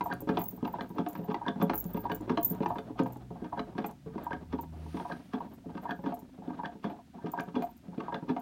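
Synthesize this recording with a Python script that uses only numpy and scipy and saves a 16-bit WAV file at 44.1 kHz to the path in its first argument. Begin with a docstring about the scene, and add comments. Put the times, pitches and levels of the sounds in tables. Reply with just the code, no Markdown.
"""A hand-cranked cam works an automaton in a wooden wall case, about 0.7 s a turn, briskest at first.
Each turn the cam lifts its follower, a lever clucks, the cam drags and snaps past, and the follower
drops and rebounds. Each impact excites the damped modes of case, levers and wire links; stick-slip
friction drives the rubs and the shaft's murmur. Small metal trinkets jingle on the shaking figure.
Behind them, in a small quiet room, lie a low rumble and a drone and soft hiss that come and go."""
import sys
import numpy as np
from scipy import signal
from scipy.fft import rfft, irfft, next_fast_len
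from scipy.io import wavfile
from scipy.ndimage import uniform_filter1d

SR = 44100
rng = np.random.default_rng(int(sys.argv[2]) if len(sys.argv) > 2 else 0)


def log_audio(samples):
    """Write samples as a 16-bit WAV file to the path given in sys.argv[1]."""
    # one column per channel
    frames = np.atleast_2d(samples).T
    # limit to full scale, then quantise
    limited = np.clip(frames, -1, 1)
    pcm = np.round(limited * 32767).astype(np.int16)
    wavfile.write(sys.argv[1], SR, pcm)


N = 370881
TIME = np.arange(N) / SR
AGE = np.arange(SR // 4) / SR  # time since a blow [s]

# the cam meets its follower: (time [s], strength [dB], lever pitch [Hz], tick [dB], rub after it [dB])
CAM_LIFTS = [(.627, 3.5, 910, -64, -46.5), (1.284, 3, 930, -61, -45), (1.945, 2, 900, -61.5, -46.5),
             (2.604, 5, 920, -60, -46.5), (3.418, -3, 740, -71, -49), (4.153, -2, 740, -72, -52.5),
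             (4.943, -0.5, 712, -57, -52), (5.751, -4.5, 700, -51, -52), (6.476, -2, 708, -65, -54),
             (7.24, -1, 680, -75, -48.5), (7.978, -1.5, 723, -59, -51.5)]
# the cam snaps past: (time [s], strength [dB], tap before it [dB], drag [dB], lead of the tap [s])
CAM_SNAPS = [(0.125, 2.5, 3, -41, 0.024), (0.808, 1, 0.5, -45, 0.023), (1.482, 6.5, 6, -35, .019),
             (2.116, 3, 6.5, -39, 0.019), (2.784, -2, 2, -55, .028), (3.593, 3, 2.5, -41.5, 0.02),
             (4.33, -1, 2.5, -42.5, .023), (5.12, -2, 0, -44, .022), (5.908, 1.5, 3, -37, .018),
             (6.656, -2.5, 2, -41.5, 0.023), (7.396, 1.5, 3.5, -41, 0.021), (8.143, 1.5, 4, -42, 0.02)]
# the follower drops: (time [s], strength [dB], case pitch [Hz], lever pitch [Hz], hardness [dB])
FOLLOWER_DROPS = [(.289, 5, 214, 920, -0.5), (0.983, 1, 207, 825, 1), (1.616, 6.5, 193, 1080, -3.5),
                  (2.295, 3, 244, 915, 2), (2.991, 4, 293, 930, 0.5), (3.78, 0, 224, 623, 2.5),
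                  (4.528, -0.5, 246, 1010, -3), (5.334, -0.5, 242, 770, -1.5), (6.06, -0.5, 253, 1000, -7),
                  (6.842, 0, 226, 1050, 0.5), (7.557, 2, 254, 964, -9), (8.292, 2, 246, 980, -4)]
# it lands again: (time [s], strength [dB], hardness [dB], case pitch [Hz], lever pitch [Hz])
FOLLOWER_REBOUNDS = [(.371, 3, 3, 330, 810), (1.063, -2, 0.5, 328, 685), (1.696, 1.5, 6.5, 346, 800),
                     (2.373, 4, 3, 323, 1020), (3.059, -5, -3, 180, 907), (3.842, -5, 5.5, 320, 770),
                     (4.588, -3.5, -14, 259.7, 934), (5.404, -4.5, -15, 175.5, 1045),
                     (6.121, -4.5, -5, 266, 710), (6.898, -10.5, -5, 259, 700),
                     (7.621, -3.5, -1.5, 255, 696), (8.364, -1.5, -3, 249, 720)]
# a lever swings over with a hollow cluck: (time [s], strength [dB])
LEVER_CLUCKS = [(.059, 1.5), (0.737, -0.5), (1.415, -3.5), (2.053, 2), (2.704, 4), (3.527, -0.5),
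                (4.266, -1), (5.05, -3), (5.854, -2), (6.591, -3.5), (7.336, -0.5), (8.082, -2.5)]
# a lever jumps against its stop: (time [s], strength [dB]); the first row is the linkage clacking under a lift
# that began just before the sound starts
LEVER_JUMPS = [(.008, 0), (0.676, -8.5), (1.343, -1.5), (2.659, 1), (4.998, -8)]
# a lever bounces back on its stop: (time [s], strength [dB])
STOP_BOUNCES = [(3.612, -14), (4.345, -10), (5.924, -4.5), (6.135, -1), (6.673, -3), (7.416, -5),
                (7.637, 5), (8.16, -5), (8.377, 3.5)]
# a wire link shifts in its eye: (time [s], strength [dB], favoured pitch [Hz])
LINK_SHIFTS = [(0.408, -3.5, 2700), (1.152, -0.5, 1600), (1.733, 6.5, 1620), (2.317, -3, 1250),
               (6.04, -12, 1620), (7.484, -7, 1620)]
# the pawl ticks between the strokes: (time [s], strength [dB], lever pitch [Hz])
PAWL_CONTACTS = [(.58, -7, 900), (1.116, -4, 950), (1.246, 3, 644), (2.558, 0, 978), (2.955, 1.5, 950),
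                 (3.158, 0.5, 850), (3.31, 0.5, 746), (3.358, 1.5, 950), (3.897, 3, 730), (4.43, -5, 902),
                 (4.645, -12, 930), (4.735, -3, 660), (4.86, -8, 889), (5.64, -4.5, 710),
                 (5.692, -3.5, 940), (6.183, -4, 940), (6.378, -8, 700), (6.42, 0, 956), (6.93, 0, 726),
                 (6.99, -0.5, 930), (7.141, -1, 714), (7.183, 1, 940), (7.69, -3, 930), (7.93, -2, 990)]
# a loose part bumps the case: (time [s], strength [dB], case pitch [Hz])
CASE_BUMPS = [(0.217, -1.5, 310), (0.272, 6, 312), (.458, -3.5, 210), (0.522, -10, 174), (.902, 1, 185),
              (.961, 0, 308), (1.151, -1.5, 190), (1.213, -4, 174), (1.558, 5, 195), (1.599, 8, 201),
              (1.847, -6.5, 179), (2.204, 0, 306), (2.277, 0.5, 340), (2.46, -2.5, 206), (2.524, -1, 169),
              (2.897, -0.5, 289.6), (3.158, -7.5, 160), (3.305, 0, 177), (3.751, 0.5, 202),
              (4.426, -9, 167.1), (4.862, -4, 170.3), (5.99, -1, 183), (6.038, 4, 193), (6.22, -8, 180),
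              (6.753, -5.5, 176), (7.477, -1, 183), (7.543, 2.5, 240), (8.225, 1.5, 196), (8.279, 0, 252)]
# briskness of the crank: (time [s], gain on slack knocks and shaft [dB])
CRANK_VIGOUR = [(0, 8), (1.6, 6), (2.6, 8.5), (3.3, 5), (4.7, 2), (5.6, 3), (6.3, -1.5), (7.8, -3),
                (8.4, 5)]
# trinkets strike each other: (time [s], level [dB], favoured pitch [Hz])
TRINKET_CLINKS = [(.038, -52, 14230), (.06, -55, 14230), (.205, -48, 14290), (.39, -47, 14150),
                  (.438, -45, 14240), (.507, -52, 14650), (1.087, -52, 14580), (1.625, -45, 14220),
                  (1.755, -39, 13500), (1.778, -36, 14200), (1.8, -40, 12630), (2.117, -59, 14700),
                  (2.147, -44, 14690), (2.43, -35, 15600), (2.447, -25.5, 14200), (2.5, -38, 14240),
                  (2.682, -63, 13570), (3.063, -65, 14490), (3.123, -58, 14330), (3.862, -48, 14270),
                  (4.234, -59, 14350), (4.609, -52, 14180), (5.536, -69, 13610), (5.825, -68, 14350),
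                  (6.141, -57, 12590), (6.191, -64, 14520), (7.316, -53, 14360), (7.43, -67, 13600),
                  (7.623, -62, 13610), (7.638, -61, 14400), (7.766, -68, 13610), (8.394, -64, 12960)]
# spells in which trinkets keep brushing: (start [s], length [s], level [dB], favoured pitch [Hz])
JINGLE_SPELLS = [(0.407, 0.088, -43, 15400), (0.495, 0.079, -60, 14700), (0.646, 0.085, -59, 14600),
                 (.81, 0.19, -70, 14700), (1.098, 0.14, -57.5, 14200), (1.308, 0.05, -72, 15900),
                 (1.723, 0.085, -41, 15400), (1.836, 0.09, -55, 14600), (1.932, 0.115, -51, 14650),
                 (2.405, .12, -42, 14800), (2.613, 0.16, -71, 14500), (5.394, 0.15, -76, 13700),
                 (5.806, 0.21, -73, 13500), (6.897, 0.057, -73, 14200), (7.673, .04, -66, 14500)]
# small beads tick together: (time [s], level [dB])
BEAD_TICKS = [(.136, -57.5), (.808, -77), (.821, -71), (.892, -67), (1.086, -59), (1.13, -60.5),
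              (1.841, -55.5), (2.209, -66), (2.519, -55), (2.549, -67), (2.788, -74), (3.034, -64),
              (3.17, -68), (3.911, -63), (6.191, -66.5), (7.406, -60), (7.622, -65)]
# low drone: (time [s], pitch [Hz], fundamental [dB], octave [dB])
DRONE_COURSE = [(1.55, 50.8, -73, -69), (1.77, 51.16, -48.5, -52), (2.3, 54.2, -57, -51),
                (2.65, 56.5, -59, -53), (2.85, 56.8, -70, -56), (3.05, 60.8, -62, -43.5),
                (3.25, 62.6, -50, -44.5), (3.5, 63.4, -67, -64), (3.95, 71, -60.5, -55.5),
                (4.2, 74, -57.5, -49), (4.55, 78.9, -46.5, -50.5), (4.88, 79.8, -41.5, -44),
                (5, 75.6, -57.5, -60), (5.3, 74.3, -66, -85)]
# course of the low rumble: (time [s], level [dB])
RUMBLE_LEVELS = [(0, -50), (1, -59.5), (2.8, -53), (4, -60), (5.7, -58.5), (6.4, -65), (8.4, -67)]

# normal modes of each body: (frequency [Hz], level [dB], t60 [s])
CASE_MODES = [(168.5, -7.5, 0.2), (187.4, 2, 0.12), (217.5, -1, 0.09), (244.1, 1, 0.1), (264.7, -0.5, .15),
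              (310.2, -1.5, 0.17), (341.3, -2.5, .08), (379.6, -3, 0.15), (431.2, -2.5, 0.18),
              (521, -10.5, 0.17), (550, -5.5, 0.11)]
LEVER_MODES = [(677, -8.5, 0.038), (706.5, -3.5, 0.16), (738.7, -3, 0.081), (854.6, -2, 0.073),
               (885, -1.5, 0.021), (933.7, 0.5, 0.076), (958.4, -5, 0.11), (1130, -8, 0.051)]
LINK_MODES = [(1238, 8.5, 0.038), (1383, -0.5, .04), (1572, 1, 0.05), (1624, 0.5, 0.068), (1747, -5, 0.044),
              (1894, -10, 0.042), (2090, -8, 0.057), (2410, -8, 0.048), (2667, -6.5, 0.02),
              (2977, -11.5, 0.03), (3364, -8.5, 0.013), (3380, 2.5, 0.014), (3926, -7.5, 0.027),
              (4576, -7.5, 0.026), (6220, -18.5, 0.035)]
FOLLOWER_MODES = [(1050, 8, 0.012), (1210, -23, 0.065), (1613, 20.5, 0.038), (1515, 5, 0.065),
                  (1828, -2, 0.11), (2600, -19.5, 0.036), (3270, -14, 0.022)]
TRINKET_MODES = [(7100, -19, .04), (12630, -2, .04), (13500, -3, .045), (14200, 0, .07), (14350, -4, .04),
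                 (14700, -1, .04), (14950, -5, .03), (15600, -3, .04)]

# spectral envelope of each noise: (frequency [Hz], relative level [dB])
CONTACT_SPECTRUM = [(600, -9), (1100, 10.5), (1600, -9), (2000, -5), (2800, -6.5), (3400, -13.5),
                    (4200, -16.5), (4750, -18), (5600, -19.5), (7400, -36), (16000, -37.5)]
CLINK_SPECTRUM = [(4000, -32), (6200, -5), (7200, -1), (10000, -7), (12500, -1.5), (14500, -3.5),
                  (16000, -3.5)]
BEAD_SPECTRUM = [(3000, -39), (5800, -5.5), (7100, 1.5), (8200, -14), (9500, 2), (11200, -4), (12500, 0),
                 (16000, -3)]
SHAFT_SPECTRUM = [(40, -24), (80, -23), (120, -18.5), (170, 1.5), (310, -1.5), (480, -10.5), (720, -7),
                  (950, -18), (1150, -17.5), (1650, -24), (2300, -32.5), (4000, -34.5), (8000, -67)]
RUMBLE_SPECTRUM = [(20, -30), (48, -3), (75, -5.5), (120, 1.5), (220, -17), (600, -47.5)]
HISS_SPECTRUM = [(800, 1), (2000, 9.5), (4000, 4.5), (6000, 0), (7500, -9), (9500, 1.5), (11500, -8),
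                 (16000, -7)]
AIR_SPECTRUM = [(12, -64), (25, -33.5), (50, -6.5), (100, -15), (175, -1), (260, 4), (450, -36), (700, -51),
                (1260, -26), (3000, -29.5), (6000, -35), (14500, -43), (16000, -38.5)]


def knock(db, thump_db, clack_db, tick_db, case_hz, lever_hz, link_hz=1500, rattle_s=0.01):
    """Impact excitation: contact and links respond first, then the lever, last the heavy case."""
    struck = favour(CASE_MODES, case_hz, width_hz=29.3, depth_db=11.5)
    thump = ring(CASE_MODES, scatter_db=4, detune=0.0093, favour_db=struck, spread=0.25) * swell(0.0023)
    struck = favour(LEVER_MODES, lever_hz, width_hz=110, depth_db=10.5)
    clack = ring(LEVER_MODES, scatter_db=4.5, detune=0.014, favour_db=struck, spread=0.14)
    clack = clack * swell(0.0012) * np.exp(-AGE / 0.15)  # the stop damps the lever
    struck = favour(LINK_MODES, link_hz, width_hz=590, depth_db=9.5)
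    link = ring(LINK_MODES, scatter_db=5, detune=0.024, favour_db=struck) * swell(0.00062)
    bounces = chatter(gap_s=0.0064, fade_s=rattle_s, contact_s=0.0025)
    tick = shape(rng.standard_normal(len(AGE)) * bounces * swell(0.0013), CONTACT_SPECTRUM)
    contact = unit(link) + amp(-0.5) * unit(tick)
    return amp(db) * (blow(thump, thump_db) + blow(clack, clack_db) + blow(contact, tick_db))


def cam_lifts(take_up_s=0.026):
    """Transmitted impact: the cam thuds on the follower, then the linkage clacks under the load."""
    out = np.zeros(N)
    for s, db, lever_hz, tick_db, _ in CAM_LIFTS:
        add(out, s, knock(db, thump_db=-31, clack_db=-49.5, tick_db=tick_db,
                          case_hz=206.5, lever_hz=lever_hz, link_hz=2900))
        add(out, s + take_up_s,
            knock(db, thump_db=-42.5, clack_db=-42, tick_db=-55, case_hz=295, lever_hz=1026))
    return out


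def cam_drag(lead_s=0.0074, rise_s=0.0083, release_s=0.019):
    """Stick-slip friction: the cam drives the follower ever harder and lets go just before the snap."""
    force = np.zeros(N)
    for s, _, _, db, _ in CAM_SNAPS:
        since = TIME - s + lead_s
        force += amp(db) * np.exp(np.where(since < 0, since / rise_s, -since / release_s))
    slips = friction(depth_db=15, rate_hz=220)
    follower = ring(FOLLOWER_MODES + LINK_MODES, scatter_db=-2.5, detune=0.0032) * swell(0.00051)
    return force * unit(drive(slips, follower))


def cam_snaps():
    """Sudden release: a wooden tap, then a short, bright snap as the cam's lobe passes."""
    out = np.zeros(N)
    for s, db, tap_db, _, lead_s in CAM_SNAPS:
        snap_hz = 3500 + 250 * np.tanh(rng.standard_normal())
        add(out, s - lead_s,
            knock(tap_db, thump_db=-43, clack_db=-41, tick_db=-55, case_hz=540, lever_hz=1017))
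        add(out, s, knock(db, thump_db=-37, clack_db=-43, tick_db=-43.5,
                          case_hz=202, lever_hz=700, link_hz=snap_hz, rattle_s=0.0056))
    return out


def follower_drops(landing_s=0.0055, rock_s=0.021):
    """Inelastic collision: the follower grazes, lands, rocks and rebounds; hard contact is brighter."""
    out = np.zeros(N)
    for s, db, case_hz, lever_hz, hard_db in FOLLOWER_DROPS:
        add(out, s, knock(db, thump_db=-36.5, clack_db=-42 + hard_db / 2, tick_db=-44 + hard_db,
                          case_hz=365, lever_hz=lever_hz, rattle_s=0.0091))
        add(out, s + landing_s,
            knock(db, thump_db=-29, clack_db=-43.5, tick_db=-53.5, case_hz=case_hz, lever_hz=lever_hz))
        add(out, s + rock_s,
            knock(db, thump_db=-39, clack_db=-49.5, tick_db=-56.5 + hard_db, case_hz=251, lever_hz=774))
    for s, db, hard_db, case_hz, lever_hz in FOLLOWER_REBOUNDS:
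        add(out, s, knock(db, thump_db=-34.5 + hard_db / 2, clack_db=-33.5, tick_db=-45 + hard_db,
                          case_hz=case_hz, lever_hz=lever_hz, link_hz=2900, rattle_s=0.017))
    return out


def follower_rubs(lag_s=0.027, width_s=0.0085, slide_db=-49.5, rattle_db=-52.5):
    """Sliding friction shakes the links after each lift, at the lobe's edge and as they settle."""
    force = sum(amp(db) * bell(TIME - s - lag_s, width_s) for s, *_, db in CAM_LIFTS)
    settling = np.zeros(N)
    for s, db, *_ in FOLLOWER_DROPS:
        force += amp(slide_db + db / 2) * np.exp(-np.abs(TIME - s) / 0.0083)
        add(settling, s, amp(rattle_db + db / 2) * surge(0.011))
    grains = friction(depth_db=9, rate_hz=300)
    links = unit(drive(grains, ring(LINK_MODES, scatter_db=3, detune=0.006)))
    linkage = ring(LEVER_MODES + LINK_MODES, scatter_db=8.5, detune=0.002) * swell(0.0015)
    rub = amp(-1) * links + amp(0.5) * shape(grains, CONTACT_SPECTRUM)
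    return force * rub + settling * unit(drive(grains, linkage))


def levers(graze_lead_s=0.007, graze_db=-44.5):
    """Struck wooden bars: a lever grazes its seat and clucks each turn; some jump against a stop."""
    out = np.zeros(N)
    for s, db in LEVER_CLUCKS:
        scuff = rng.standard_normal(len(AGE)) * surge(0.0068)
        wood = ring(LEVER_MODES, scatter_db=2, detune=0.01) * swell(0.00041) * np.exp(-AGE / 0.0075)
        add(out, s - graze_lead_s, blow(drive(scuff, wood), db + graze_db))
        add(out, s, knock(db, thump_db=-48.5, clack_db=-34.5, tick_db=-61,
                          case_hz=312, lever_hz=945, link_hz=1640))
    for s, db in LEVER_JUMPS:
        add(out, s, knock(db, thump_db=-37.5, clack_db=-31, tick_db=-44,
                          case_hz=337, lever_hz=910, link_hz=2560, rattle_s=0.0033))
    return out


def lever_bounces():
    """Free vibration: a slowly turned lever bounces once more and rings on hollow."""
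    out = np.zeros(N)
    struck = favour(LEVER_MODES, 728, width_hz=77, depth_db=12.5)
    for s, db in STOP_BOUNCES:
        wood = ring(LEVER_MODES, scatter_db=0.5, detune=0.0088, favour_db=struck, spread=0.19)
        add(out, s, blow(wood * swell(0.002), db - 40.5))
    return out


def link_clicks():
    """Light impact: now and then a wire link shifts in its eye."""
    out = np.zeros(N)
    for s, db, link_hz in LINK_SHIFTS:
        add(out, s, knock(db, thump_db=-43.5, clack_db=-47, tick_db=-48.5,
                          case_hz=302, lever_hz=910, link_hz=link_hz))
    return out


def link_creak(level_db=-62.5, lead_s=0.02, width_s=0.11):
    """Stick-slip friction: under load a wire link slips in tiny jerks and sings around each cluck."""
    force = sum(bell(TIME - s + lead_s, width_s) for s, _ in LEVER_CLUCKS)
    slips = friction(depth_db=9.8, rate_hz=140)
    struck = favour(LINK_MODES, 1680, width_hz=390, depth_db=12)
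    wire = ring(LINK_MODES, scatter_db=6, detune=0.003, favour_db=struck) * swell(0.0006)
    return amp(level_db) * force * unit(drive(slips, wire))


def pawl(rise_s=0.00211):
    """Transient excitation: the pawl slides onto a tooth and the scuff rings a damped lever."""
    out = np.zeros(N)
    for s, db, lever_hz in PAWL_CONTACTS:
        scuff = rng.standard_normal(len(AGE)) * surge(rise_s)
        struck = favour(LEVER_MODES, lever_hz, width_hz=170, depth_db=11)
        wood = ring(LEVER_MODES, scatter_db=6, detune=0.0058, favour_db=struck)
        wood = wood * swell(0.0011) * np.exp(-AGE / 0.033)
        add(out, s - rise_s, blow(drive(scuff, wood), db - 51.5))
    return out


def slack(strokes, lag_s, jitter_s=0.00387, scatter_db=6, **contact):
    """Clearance: a loose part knocks unevenly near each stroke, harder when the crank is brisk."""
    out = np.zeros(N)
    for s, *_ in strokes:
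        late, size = np.tanh(rng.standard_normal(2))
        add(out, s + lag_s + jitter_s * late, knock(vigour(s) + scatter_db * size, **contact))
    return out


def loose_play():
    """Backlash: gears knock twice before a lift, the follower settles, loose parts bump the case."""
    out = slack(CAM_LIFTS, -0.096, thump_db=-43.5, clack_db=-66.5, tick_db=-75,
                case_hz=182, lever_hz=714)
    out += slack(CAM_LIFTS, -0.054, thump_db=-52.5, clack_db=-61.5, tick_db=-75,
                 case_hz=181, lever_hz=880)
    out += slack(FOLLOWER_REBOUNDS, 0.044, thump_db=-56, clack_db=-54, tick_db=-70,
                 case_hz=294, lever_hz=784)
    for s, db, case_hz in CASE_BUMPS:
        add(out, s, knock(db, thump_db=-38, clack_db=-52, tick_db=-65.5, case_hz=case_hz, lever_hz=910))
    return out


def clink(hz, db, hard_db=0):
    """Metal contact excites very high modes and a buzz; a lighter touch builds up more slowly."""
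    struck = favour(TRINKET_MODES, hz, width_hz=300, depth_db=24)
    onset = swell(np.interp(db, [-65, -40], [0.0022, 0.0003]))
    metal = ring(TRINKET_MODES, scatter_db=-2.5, detune=0.0055, favour_db=struck, spread=0.1)
    metal = metal * onset * np.exp(-AGE / 0.055)  # neighbouring pieces damp each other
    touches = chatter(gap_s=0.009, fade_s=0.014, contact_s=0.001)
    tick = shape(rng.standard_normal(len(AGE)) * touches * onset, CLINK_SPECTRUM)
    tick_db = -60 + 0.58 * (db + 50)  # the tick grows more slowly than the ring
    return blow(metal, db) + blow(tick, tick_db + hard_db)


def trinkets(touch_gap_s=0.064, spread_hz=190):
    """Collisions of swinging pieces: single clear clinks, and spells of softer repeated touches."""
    out = np.zeros(N)
    for s, db, hz in TRINKET_CLINKS:
        add(out, s, clink(hz, db))
    for start, length, db, hz in JINGLE_SPELLS:
        offsets = np.arange(0, length, touch_gap_s)
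        for offset, (late, pitch, size) in zip(offsets, rng.standard_normal((20, 3))):
            touch = clink(hz + spread_hz * pitch, db - 0.5 + 3.6 * np.tanh(size), hard_db=-12.5)
            add(out, start + offset + 0.018 * abs(late), touch)
    return out


def shimmer(touches_per_s=300, ring_on_hz=14360):
    """Random impulses sustain the trinkets' modes in a spell; one piece rings on after each drop."""
    out = np.zeros(N)
    for start, length, db, hz in JINGLE_SPELLS:
        force = amp(db - 5) * np.exp(-(2 * AGE / length - 1) ** 4)
        touches = rng.standard_normal(len(AGE)) * (rng.random(len(AGE)) < touches_per_s / SR)
        struck = favour(TRINKET_MODES, hz, width_hz=300, depth_db=27)
        metal = ring(TRINKET_MODES, scatter_db=-8, detune=0.002, favour_db=struck)
        add(out, start, force * unit(drive(touches, metal)))
    for s, db, *_ in FOLLOWER_DROPS:
        gain = amp(db - 77 + 4 * np.tanh(rng.standard_normal()))
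        add(out, s, gain * surge(0.02) * np.sin(2 * np.pi * ring_on_hz * AGE))
    return out


def beads():
    """Brief contact has a broad spectrum: beads give dry, bright ticks with hardly any ring."""
    out = np.zeros(N)
    for s, db in BEAD_TICKS:
        touch = rng.standard_normal(len(AGE)) * swell(0.00078) * np.exp(-AGE / 0.0013)
        add(out, s, blow(shape(touch, BEAD_SPECTRUM), db))
    return out


def shaft():
    """Forced vibration: uneven bearing friction keeps the case and levers murmuring."""
    jerks = amp(10.8 * np.tanh(walk(55)))
    rub = shape(rng.standard_normal(N) * jerks, SHAFT_SPECTRUM)
    wood = ring(CASE_MODES + LEVER_MODES, scatter_db=2, detune=0.0024) * swell(0.000923)
    murmur = unit(drive(rng.standard_normal(N) * jerks, wood))
    return shaft_effort() * (amp(-5.5) * rub + amp(-11.5) * murmur)


def shaft_effort():
    """Powers add: free running, the load around each cluck and the shudder after each drop."""
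    running = amp(-53.5 + vigour(TIME))
    load = sum(amp(-44) * bell(TIME - s, width_s=0.15) for s, _ in LEVER_CLUCKS)
    shudder = np.zeros(N)
    for s, db, *_ in FOLLOWER_DROPS:
        add(shudder, s, amp(-39.5 + db / 2) * surge(0.038))
    return np.sqrt(running ** 2 + load ** 2 + shudder ** 2)


def drone(waver=0.005):
    """Two harmonics: a low, wavering hum and its octave glide upward, then sag and fade."""
    times, *columns = np.transpose(DRONE_COURSE)
    hz, low_db, octave_db = (np.interp(TIME, times, column) for column in columns)
    phase = 2 * np.pi * np.cumsum(hz * (1 + waver * walk(8.14))) / SR
    low, octave = amp(low_db + 2 * walk(12)), amp(octave_db + 2 * walk(12))
    return low * np.sin(phase) + octave * np.sin(2 * phase)


def rumble():
    """Amplitude-modulated low noise: a soft, uneven rumble, weaker in the last seconds."""
    level = amp(np.interp(TIME, *np.transpose(RUMBLE_LEVELS)) + 2 * walk(6))
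    return level * shape(rng.standard_normal(N), RUMBLE_SPECTRUM)


def hiss(peak_s=4.966, rise_s=0.19, fall_s=0.31, peak_db=-62):
    """Broadband noise under a lopsided Gaussian envelope: a soft, grainy hiss swells once."""
    level = amp(peak_db) * bell(TIME - peak_s, np.where(TIME < peak_s, rise_s, fall_s))
    return level * shape(rng.standard_normal(N) * amp(1.3 * walk(83)), HISS_SPECTRUM)


def room(x, t60_s, treble_t60_s, wet_db, rise_s):
    """Reverberation: close walls return a short tail whose treble is absorbed first."""
    noise = rng.standard_normal(len(AGE))
    low = signal.sosfilt(signal.butter(1, 2500, fs=SR, output="sos"), noise)
    tail = low * amp(-60 * AGE / t60_s) + (noise - low) * amp(-60 * AGE / treble_t60_s)
    tail = tail * swell(rise_s)
    return x + amp(wet_db) * drive(x, tail / np.sqrt(np.sum(tail ** 2)))


def ring(modes, scatter_db, detune, favour_db=0, spread=1):
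    """Modal superposition: each blow weights the modes anew; a small spread starts them in phase."""
    hz, db, t60 = np.transpose(modes)
    weight, shift, start = rng.standard_normal((3, len(hz)))
    phase = 2 * np.pi * (np.outer(hz * (1 + detune * shift), AGE) + spread * start[:, None])
    decay = -np.log(1000) * np.outer(1 / t60, AGE)
    partials = np.sin(phase.astype(np.float32)) * np.exp(decay.astype(np.float32))
    return amp(db + favour_db + scatter_db * weight) @ partials


def favour(modes, hz, width_hz, depth_db):
    """Selective excitation: gains [dB] that weaken the modes far from hz."""
    return depth_db * (bell(np.array(modes)[:, 0] - hz, width_hz) - 1)


def chatter(gap_s, fade_s, contact_s, count=5, bounce_db=-7):
    """Rebounds lose energy: the envelope of a firm contact and its weakening bounces."""
    landings = np.r_[0, np.cumsum(gap_s * rng.uniform(0.4, 1.6, count))]
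    since = AGE - landings[:, None]
    sizes = np.exp(-landings / fade_s) * amp(bounce_db * (landings > 0))
    return sizes @ ((since >= 0) * np.exp(-np.abs(since) / contact_s))


def friction(depth_db, rate_hz):
    """Stick-slip force: noise whose level jerks up and down at random."""
    return rng.standard_normal(N) * amp(depth_db * np.tanh(walk(rate_hz)))


def drive(force, response):
    """Linear response: convolve an excitation with an impulse response."""
    return signal.fftconvolve(force, response)[:len(force)]


def shape(x, spectrum):
    """Filter by a spectral envelope of (frequency [Hz], level [dB]) points; rms 1."""
    hz, db = np.transpose(spectrum)
    size = next_fast_len(len(x) + len(AGE))
    bins = np.maximum(np.arange(size // 2 + 1) * SR / size, 1)
    gain = amp(np.interp(np.log(bins), np.log(hz), db))
    return unit(irfft(rfft(x, size) * gain, size)[:len(x)])


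def vigour(s):
    """Briskness of the crank [dB] at a time."""
    return np.interp(s, *np.transpose(CRANK_VIGOUR))


def swell(rise_s):
    """Onset envelope that builds smoothly to 1."""
    return (1 - np.exp(-AGE / rise_s)) ** 2


def surge(peak_s):
    """Envelope that rises to 1 and dies away more slowly."""
    return AGE / peak_s * np.exp(1 - AGE / peak_s)


def bell(offset, width_s):
    """Gaussian curve of height 1."""
    return np.exp(-(offset / width_s) ** 2)


def walk(rate_hz):
    """Smooth random fluctuation of rms 1."""
    hold = int(SR / rate_hz)
    steps = np.repeat(rng.standard_normal(N // hold + 1), hold)
    return unit(uniform_filter1d(steps, hold)[:N])


def blow(x, db):
    """Give a blow the energy of 20 ms at this level."""
    return x * amp(db) / np.sqrt(np.sum(x ** 2) / (SR / 50))


def amp(db):
    """Decibels to gain."""
    return 10 ** (np.asarray(db) / 20)


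def unit(x):
    """Scale to rms 1."""
    return x / np.sqrt(np.mean(x ** 2))


def add(track, s, x):
    """Mix a sound in at a time [s]."""
    start = int(np.clip(s * SR, 0, N))
    track[start:start + len(x)] += x[:N - start]


def scene():
    """Superposition: mechanism and trinkets reverberate in the room, over the soft background."""
    works = (cam_lifts() + levers() + link_creak() + cam_drag() + follower_rubs() + cam_snaps()
             + follower_drops() + link_clicks() + lever_bounces() + pawl() + loose_play())
    # the small case radiates little below 94 Hz
    works = signal.sosfilt(signal.butter(2, 94, "highpass", fs=SR, output="sos"), works)
    mechanism = room(works, t60_s=0.2, treble_t60_s=0.09, wet_db=-12, rise_s=0.0024)
    ornaments = trinkets() + beads() + shimmer()
    jingle = room(ornaments, t60_s=0.22, treble_t60_s=0.049, wet_db=-7, rise_s=0.0019)
    air = amp(-56.5) * shape(rng.standard_normal(N), AIR_SPECTRUM)
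    return (mechanism + jingle + shaft() + drone() + rumble() + hiss() + air)[None]


def record(dry):
    """Band limiting: a steep low-pass removes the treble above 15950 Hz."""
    return signal.sosfilt(signal.ellip(10, 0.2, 70, 15950, fs=SR, output="sos"), dry)


dry = scene()
out = record(dry)
log_audio(out)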